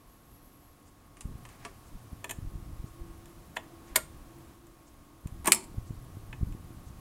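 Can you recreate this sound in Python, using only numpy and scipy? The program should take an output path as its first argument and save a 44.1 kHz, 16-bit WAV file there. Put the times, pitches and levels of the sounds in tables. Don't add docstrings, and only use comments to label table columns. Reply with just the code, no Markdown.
import sys
import numpy as np
from scipy import signal
from scipy.fft import rfft, irfft, next_fast_len
from scipy.io import wavfile
from scipy.ndimage import map_coordinates

SR = 44100
rng = np.random.default_rng(int(sys.argv[2]) if len(sys.argv) > 2 else 0)


def file_out(sig):
    cols = np.atleast_2d(sig).T
    lim = np.clip(cols, -1, 1)
    pcm = np.round(lim * 32767).astype(np.int16)
    wavfile.write(sys.argv[1], SR, pcm)


N = 308876


def amp(db):
    return 10 ** (np.asarray(db) / 20)


def unit(x):
    return x / np.sqrt(np.mean(x ** 2) + 1e-20)


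def along(points, hz):
    f, v = np.transpose(points)
    return np.interp(np.log(hz + 1), np.log(f + 1), v)


def wobble(rate):
    coarse = np.linspace(0, N, 3000)
    knots = map_coordinates(rng.standard_normal(1024), [coarse * rate / SR], mode="wrap")
    return np.interp(np.arange(N), coarse, knots)


def noise(spectrum):
    m = next_fast_len(N + 8192)
    gain = amp(along(spectrum, np.fft.rfftfreq(m, 1 / SR)))
    return unit(irfft(rfft(rng.standard_normal(m)) * gain, m)[:N])


def add(track, s, sound):
    start = round(s * SR)
    track[start:start + len(sound)] += sound[:N - start]


def gate(start, end, rise_s, fall_s):
    t = np.arange(N) / SR
    return np.clip((t - start) / rise_s, 0, 1) * np.exp(-np.maximum(t - end, 0) / fall_s)


def swells(rows, rise_s, fall_s):
    return np.sqrt(sum((amp(db) * gate(start, end, rise_s, fall_s)) ** 2 for start, end, db in rows))


def shifts_db(rows, rise_s, fall_s):
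    return sum(db * gate(start, end, rise_s, fall_s) for start, end, db in rows)


def drive(lull_db):
    hum_partials = [(289, -68.5), (720, -76.5), (1095, -68.5), (1216, -75.5)]
    whirr_spectrum = [(130, -24), (220, -2), (336, -5.5), (404, -9.5), (610, -11), (714, -9.5), (787, -12),
                      (1020, -11.5), (1090, -12), (1410, -16.5), (4000, -30.5), (5200, -48.5), (8800, -120)]
    arm_swing = [(3.53, 3.92, 2)]
    drone_swells = [(1.95, 3.05, -57.5), (5.7, 6.6, -52.5)]
    cam_strokes = [(2.3, 2.68, -62), (2.85, 3.3, -58.5), (3.5, 3.93, -57), (4.18, 4.65, -60),
                   (5.0, 5.9, -63.5), (6.3, 6.95, -65)]
    load_rise_s, load_fall_s = 0.07, 0.09

    def tone(hz, drift):
        pitch_hz = hz * (1 + drift * wobble(21))
        return np.sqrt(2) * np.sin(2 * np.pi * np.cumsum(pitch_hz) / SR)

    effort_db = lull_db + shifts_db(arm_swing, load_rise_s, load_fall_s)
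    hum = sum(amp(db + effort_db / 2 + 1.3 * wobble(3.1)) * tone(hz, drift=0.002)
              for hz, db in hum_partials)
    drone_gain = np.hypot(amp(-61.5 + 2.8 * lull_db), swells(drone_swells, load_rise_s, load_fall_s))
    drone = drone_gain * amp(2.5 * wobble(16)) * tone(hz=104, drift=0.13)
    cam_gain = swells(cam_strokes, rise_s=0.12, fall_s=0.196)
    cam = cam_gain * amp(-1 + 3.6 * wobble(45)) * tone(hz=335, drift=0.01193)
    whirr = amp(-59 + effort_db) * noise(whirr_spectrum)
    return hum + drone + cam + whirr


def garden(lull_db):
    chorus_spectrum = [(9300, -41), (10000, -5.5), (10500, -4), (11000, -10), (11550, -2), (12200, -7),
                       (13200, -43)]
    buzz_spectrum = [(9400, -25), (10100, -11), (10900, -24.5), (11300, -15.5), (11530, -2), (11800, -18),
                     (12250, -7), (12900, -26), (14500, -24)]
    buzz_fade = [(0, -75), (.15, -71.5), (.45, -67), (.72, -70.5), (.85, -85), (1.1, -120)]
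    rustle_spectrum = [(3000, -20), (6500, 1), (8500, -1), (11000, -21), (15000, -40)]
    hiss_spectrum = [(1000, -3.5), (3000, -2), (9500, -2), (12500, -4), (15800, -5)]
    t = np.arange(N) / SR
    hiss_db = -63.5 + lull_db
    chorus = amp(hiss_db - 12 + 4.5 * wobble(110)) * noise(chorus_spectrum)
    insect_db = np.interp(t, *np.transpose(buzz_fade))
    insect = amp(insect_db + 2.5 * wobble(28)) * noise(buzz_spectrum)
    from_rustle_s = (t - 0.38) % 1 - 0.5
    rustle = amp(-65.5) * np.exp(-(from_rustle_s / 0.018) ** 2) * noise(rustle_spectrum)
    return amp(hiss_db) * noise(hiss_spectrum) + chorus + insect + rustle


def draught(lull_db):
    gusts = [(1.24, 1.37, -49), (1.91, 1.96, -51), (2.36, 2.78, -50), (3.0, 3.09, -48.5),
             (3.9, 4.28, -56.5), (5.24, 5.45, -50), (5.65, 6.96, -51), (6.41, 6.53, -43.5)]
    rumble_spectrum = [(10, -24.5), (20, 0), (45, 1), (100, -5), (150, -4.5), (220, -12.5), (320, -16.5),
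                       (450, -27.5), (900, -71)]
    puffs = [(1.256, -30.5, 121), (2.132, -33, 117), (2.388, -32, 143), (2.474, -31.5, 49.7),
             (2.557, -31, 94), (2.801, -34, 57.6), (2.844, -32, 148), (5.26, -28.5, 124),
             (5.784, -26.5, 100), (5.908, -28.5, 136), (6.171, -36.5, 170), (6.414, -27.5, 104),
             (6.432, -20.5, 108), (6.522, -32, 70.4)]
    calm_db, eddies_per_s, eddy_hz, half_span_s = -55.5, 16, 85, 0.1
    gust_gain = swells(gusts, rise_s=0.013, fall_s=0.082)
    rumble_gain = np.hypot(amp(calm_db + lull_db), gust_gain) * amp(-1 + 2.4 * wobble(22))
    air = rumble_gain * noise(rumble_spectrum)
    eddies = []
    for i, (jitter, size, speed) in enumerate(rng.standard_normal((300, 3))):
        s = (i + jitter / 2) / eddies_per_s
        if half_span_s < s < N / SR:
            gust_db = 20 * np.log10(gust_gain[int(s * SR)] + 1e-6)
            eddies.append((s, gust_db + 9 + 2.5 * size, eddy_hz * 2 ** (0.6 * speed)))
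    t = np.arange(-half_span_s * SR, half_span_s * SR) / SR
    for s, db, hz in puffs + eddies:
        u = 2 * np.pi * hz * t
        add(air, s - half_span_s, -amp(db) * u * np.exp(1.15 - np.sqrt(u * u + 0.24)))
    return air


def chatter(contact_s):
    settle = np.exp(-(np.arange(2048) / SR / contact_s) ** 4)
    spectrum = rfft(np.sign(rng.standard_normal(len(settle))) * settle)
    force = irfft(spectrum / np.sqrt(np.abs(spectrum) + 1e-9)) * np.sqrt(settle)
    return force * np.linalg.norm(settle) / np.linalg.norm(force)


def minimum_phase(gain_db):
    cepstrum = irfft(np.log(amp(gain_db) + 1e-6))
    half = len(cepstrum) // 2
    cepstrum[1:half] *= 2
    cepstrum[half + 1:] = 0
    response = irfft(np.exp(rfft(cepstrum)))
    return response / np.linalg.norm(response)


def tail(decays):
    hz, t, spectra = signal.stft(rng.standard_normal(SR // 2), SR, nperseg=128)
    decay = amp(-60 * t / along(decays, hz)[:, None])
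    echo = signal.istft(spectra * decay, SR, nperseg=128)[1]
    echo *= 1 - np.exp(-np.arange(len(echo)) / SR / 0.0072)
    return echo / np.linalg.norm(echo)


def contacts(strikes, colour, modes, peak_db, ring_db, lid_db, porch_db):
    lid_decays = [(200, 0.12), (2000, 0.032), (12000, 0.043)]
    porch_decays = [(200, 0.7), (1000, 0.27), (4000, 0.24), (9000, 0.27), (15000, 0.15)]
    track, t, hz = np.zeros(N), np.arange(SR // 3) / SR, np.fft.rfftfreq(2048, 1 / SR)
    treble = lambda f: 1 - 1 / (1 + (f / 4800) ** 4)
    peaks = [1 / (1 + ((hz - f) / (30 + 0.011 * f)) ** 2) for f, _, _ in modes]
    body_db = along(colour, hz) + peak_db * np.max(peaks, axis=0)
    for s, db, contact_s, treble_db in strikes:
        hit = np.zeros(len(t))
        for f, mode_db, t60 in modes:
            tilt_db = min(0, treble_db * (2 * treble(f) - 1)) / 2
            start_db = ring_db + mode_db + rng.normal(0, 1.7) + tilt_db
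            phase = 2 * np.pi * (f * t + rng.random())
            rattle = np.cumsum(rng.normal(0, 0.06, len(t)))
            hit += amp(start_db - 60 * t / t60) * np.sin(phase + rattle)
        hit *= 1 - np.exp(-2 * t / contact_s)
        body = minimum_phase(body_db + treble_db * treble(hz))
        add(hit, 0, signal.fftconvolve(chatter(contact_s), body))
        echo = amp(lid_db) * tail(lid_decays) + amp(porch_db) * tail(porch_decays)
        add(track, s, amp(db) * (hit + signal.fftconvolve(hit, echo)[:len(t)]))
    return track


def lever():
    clicks = [(1.169, -53.5, 0.0045, 8), (1.208, -42.5, 0.004, 15.5), (1.452, -45.5, 0.0042, 0.5),
              (1.489, -52.5, 0.0035, 12), (1.650, -35.5, 0.0047, -2.5)]
    colour = [(150, -17), (350, -12), (700, -9.5), (1110, -1), (1500, -10), (1900, -3), (2500, 0),
              (3600, -12.5), (6200, -15.5), (9300, -12), (15800, -49)]
    modes = [(375, -8.5, 0.18), (690, -6, 0.086), (1156, 1, 0.07), (1777, 10, 0.04)]
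    return contacts(clicks, colour, modes, peak_db=7, ring_db=-11, lid_db=-1, porch_db=-9.5)


def sliding():
    slides = [(1.477, 1.574, -60), (1.577, 1.71, -58.5), (3.856, 3.95, -62), (3.564, 3.568, -39),
              (3.947, 4, -41), (5.45, 5.474, -37)]
    rub_spectrum = [(200, -29), (700, 2.5), (1100, -3), (2000, 1), (3200, -9), (8000, -14), (15800, -43)]
    track = np.zeros(N)
    grains = noise(rub_spectrum) * unit(amp(1.1 * wobble(110)))
    for start, end, db in slides:
        stroke = np.sin(np.linspace(0, np.pi, max(2, round((end - start) * SR))))
        add(track, start, amp(db) * stroke * grains[round(start * SR):][:len(stroke)])
    return track


def deck():
    knocks = [(2.243, -34.5, 0.0053, -0.5), (2.294, -38, 0.011, 3), (2.309, -33.5, 0.0074, 8),
              (3.257, -51.5, 0.0031, 9), (3.558, -55, 0.012, 15), (3.568, -28.5, 0.0062, -14),
              (4.668, -60, 0.0048, 16), (5.272, -47, 0.0033, 11), (6.328, -40.5, 0.0063, -19),
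              (6.524, -54, 0.0024, 3)]
    colour = [(150, -35.5), (250, -10), (575, -11), (934, -3), (1470, -10.5), (1740, -2), (2650, -4.5),
              (4230, -13.5), (4770, -25), (7110, -6.5), (8170, -13), (8910, -7.5), (10400, -18),
              (12200, -13.5), (15800, -28)]
    modes = [(361, -8, 0.17), (659, -1.5, 0.063), (989, 3, 0.0408), (1757, -23, 0.064), (2540, -6.5, 0.071),
             (3070, -12, 0.043), (3420, -2.5, 0.043)]
    return contacts(knocks, colour, modes, peak_db=7.5, ring_db=-8, lid_db=-7.5, porch_db=-16)


def linkage():
    snap = [(3.9585, -15, 0.008, 0.0015)]
    colour = [(120, -10.5), (200, -9.5), (610, -11), (981, -2), (1140, -2.5), (1310, -12), (2190, -3),
              (2540, -10), (3280, -5), (3590, -6), (5780, -12.5), (8800, -5), (9640, -8), (14200, -7.5),
              (15800, -19)]
    modes = [(624, -4, 0.17), (730, -22, 0.092), (1130, -1, 0.13), (1403, 5.5, 0.18), (1863, -1, .045),
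             (2110, -9, 0.066), (2190, -4, 0.049), (4680, 2, 0.057), (7000, -1, .13), (7180, -5, 0.14),
             (8860, 4.5, .1), (8530, -2, 0.18), (11380, -8, .13)]
    return contacts(snap, colour, modes, peak_db=8.5, ring_db=-24.5, lid_db=-8, porch_db=-19)


def spindle():
    clicks = [(5.4455, -38.5, 0.0041, -4.5), (5.458, -25, 0.0018, 5.5), (5.470, -26, 0.0072, 3.5),
              (5.474, -17.5, 0.0043, 7.5), (5.478, -21.5, 0.01, -8), (5.487, -33, 0.0036, 3)]
    colour = [(88, -32.5), (160, -11), (230, -2), (380, -4.5), (520, -22.5), (900, -1.5), (1450, -12.5),
              (2150, -9.5), (3000, -13), (4540, -23.5), (7000, -13), (9100, -7.5), (10000, -16),
              (14600, -16), (15800, -34)]
    modes = [(222, 6, .06), (377, -1.5, 0.058), (620, -9.5, .09), (950, -1, 0.075), (1110, 4, 0.11),
             (1695, -5.5, 0.063), (8980, -0.5, 0.052)]
    return contacts(clicks, colour, modes, peak_db=8, ring_db=-16.5, lid_db=-12.5, porch_db=-12.5)


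def falling_single():
    slaps = [(5.520, -7, 0.0031, 3.5), (5.529, -26, .005, -3), (5.547, -20, .0012, 24),
             (5.639, -50.5, 0.0062, 7)]
    colour = [(120, -35.5), (220, -13), (500, -17.5), (900, -20.5), (1300, -8.5), (1550, -13.5),
              (1950, 0.5), (2700, -2), (3500, -9), (4700, -4.5), (5800, -14), (7500, -2), (11000, -10),
              (15800, -20)]
    modes = [(699, -8.5, .18), (924, -9, 0.42), (1190, -5.5, 0.24), (2060, -7.5, .09), (2600, -6, .05),
             (4396, -1, .07), (5180, -4, 0.14), (5410, -5, .11), (7230, 0.5, .11), (7810, -5, 0.1),
             (8600, -2.5, 0.1), (10460, -6.5, .09)]
    return contacts(slaps, colour, modes, peak_db=6, ring_db=-24.5, lid_db=-4, porch_db=-16.5)


def scene():
    lulls = [(-1, 1.17, -4), (4.5, 5.22, -3)]
    lull_db = shifts_db(lulls, rise_s=0.1, fall_s=0.08)
    changer = lever() + deck() + linkage() + spindle() + falling_single() + sliding()
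    return (changer + draught(lull_db) + drive(lull_db) + garden(lull_db))[None]


def record(dry):
    ceiling, top_hz = 0.9, 15900
    rounded = dry / (1 + np.abs(dry / ceiling) ** 6) ** (1 / 6)
    m = next_fast_len(N + SR // 2)
    passband = 1 / (1 + (np.fft.rfftfreq(m, 1 / SR) / top_hz) ** 160)
    return irfft(rfft(rounded, m) * passband, m)[..., :N]


dry = scene()
out = record(dry)
file_out(out)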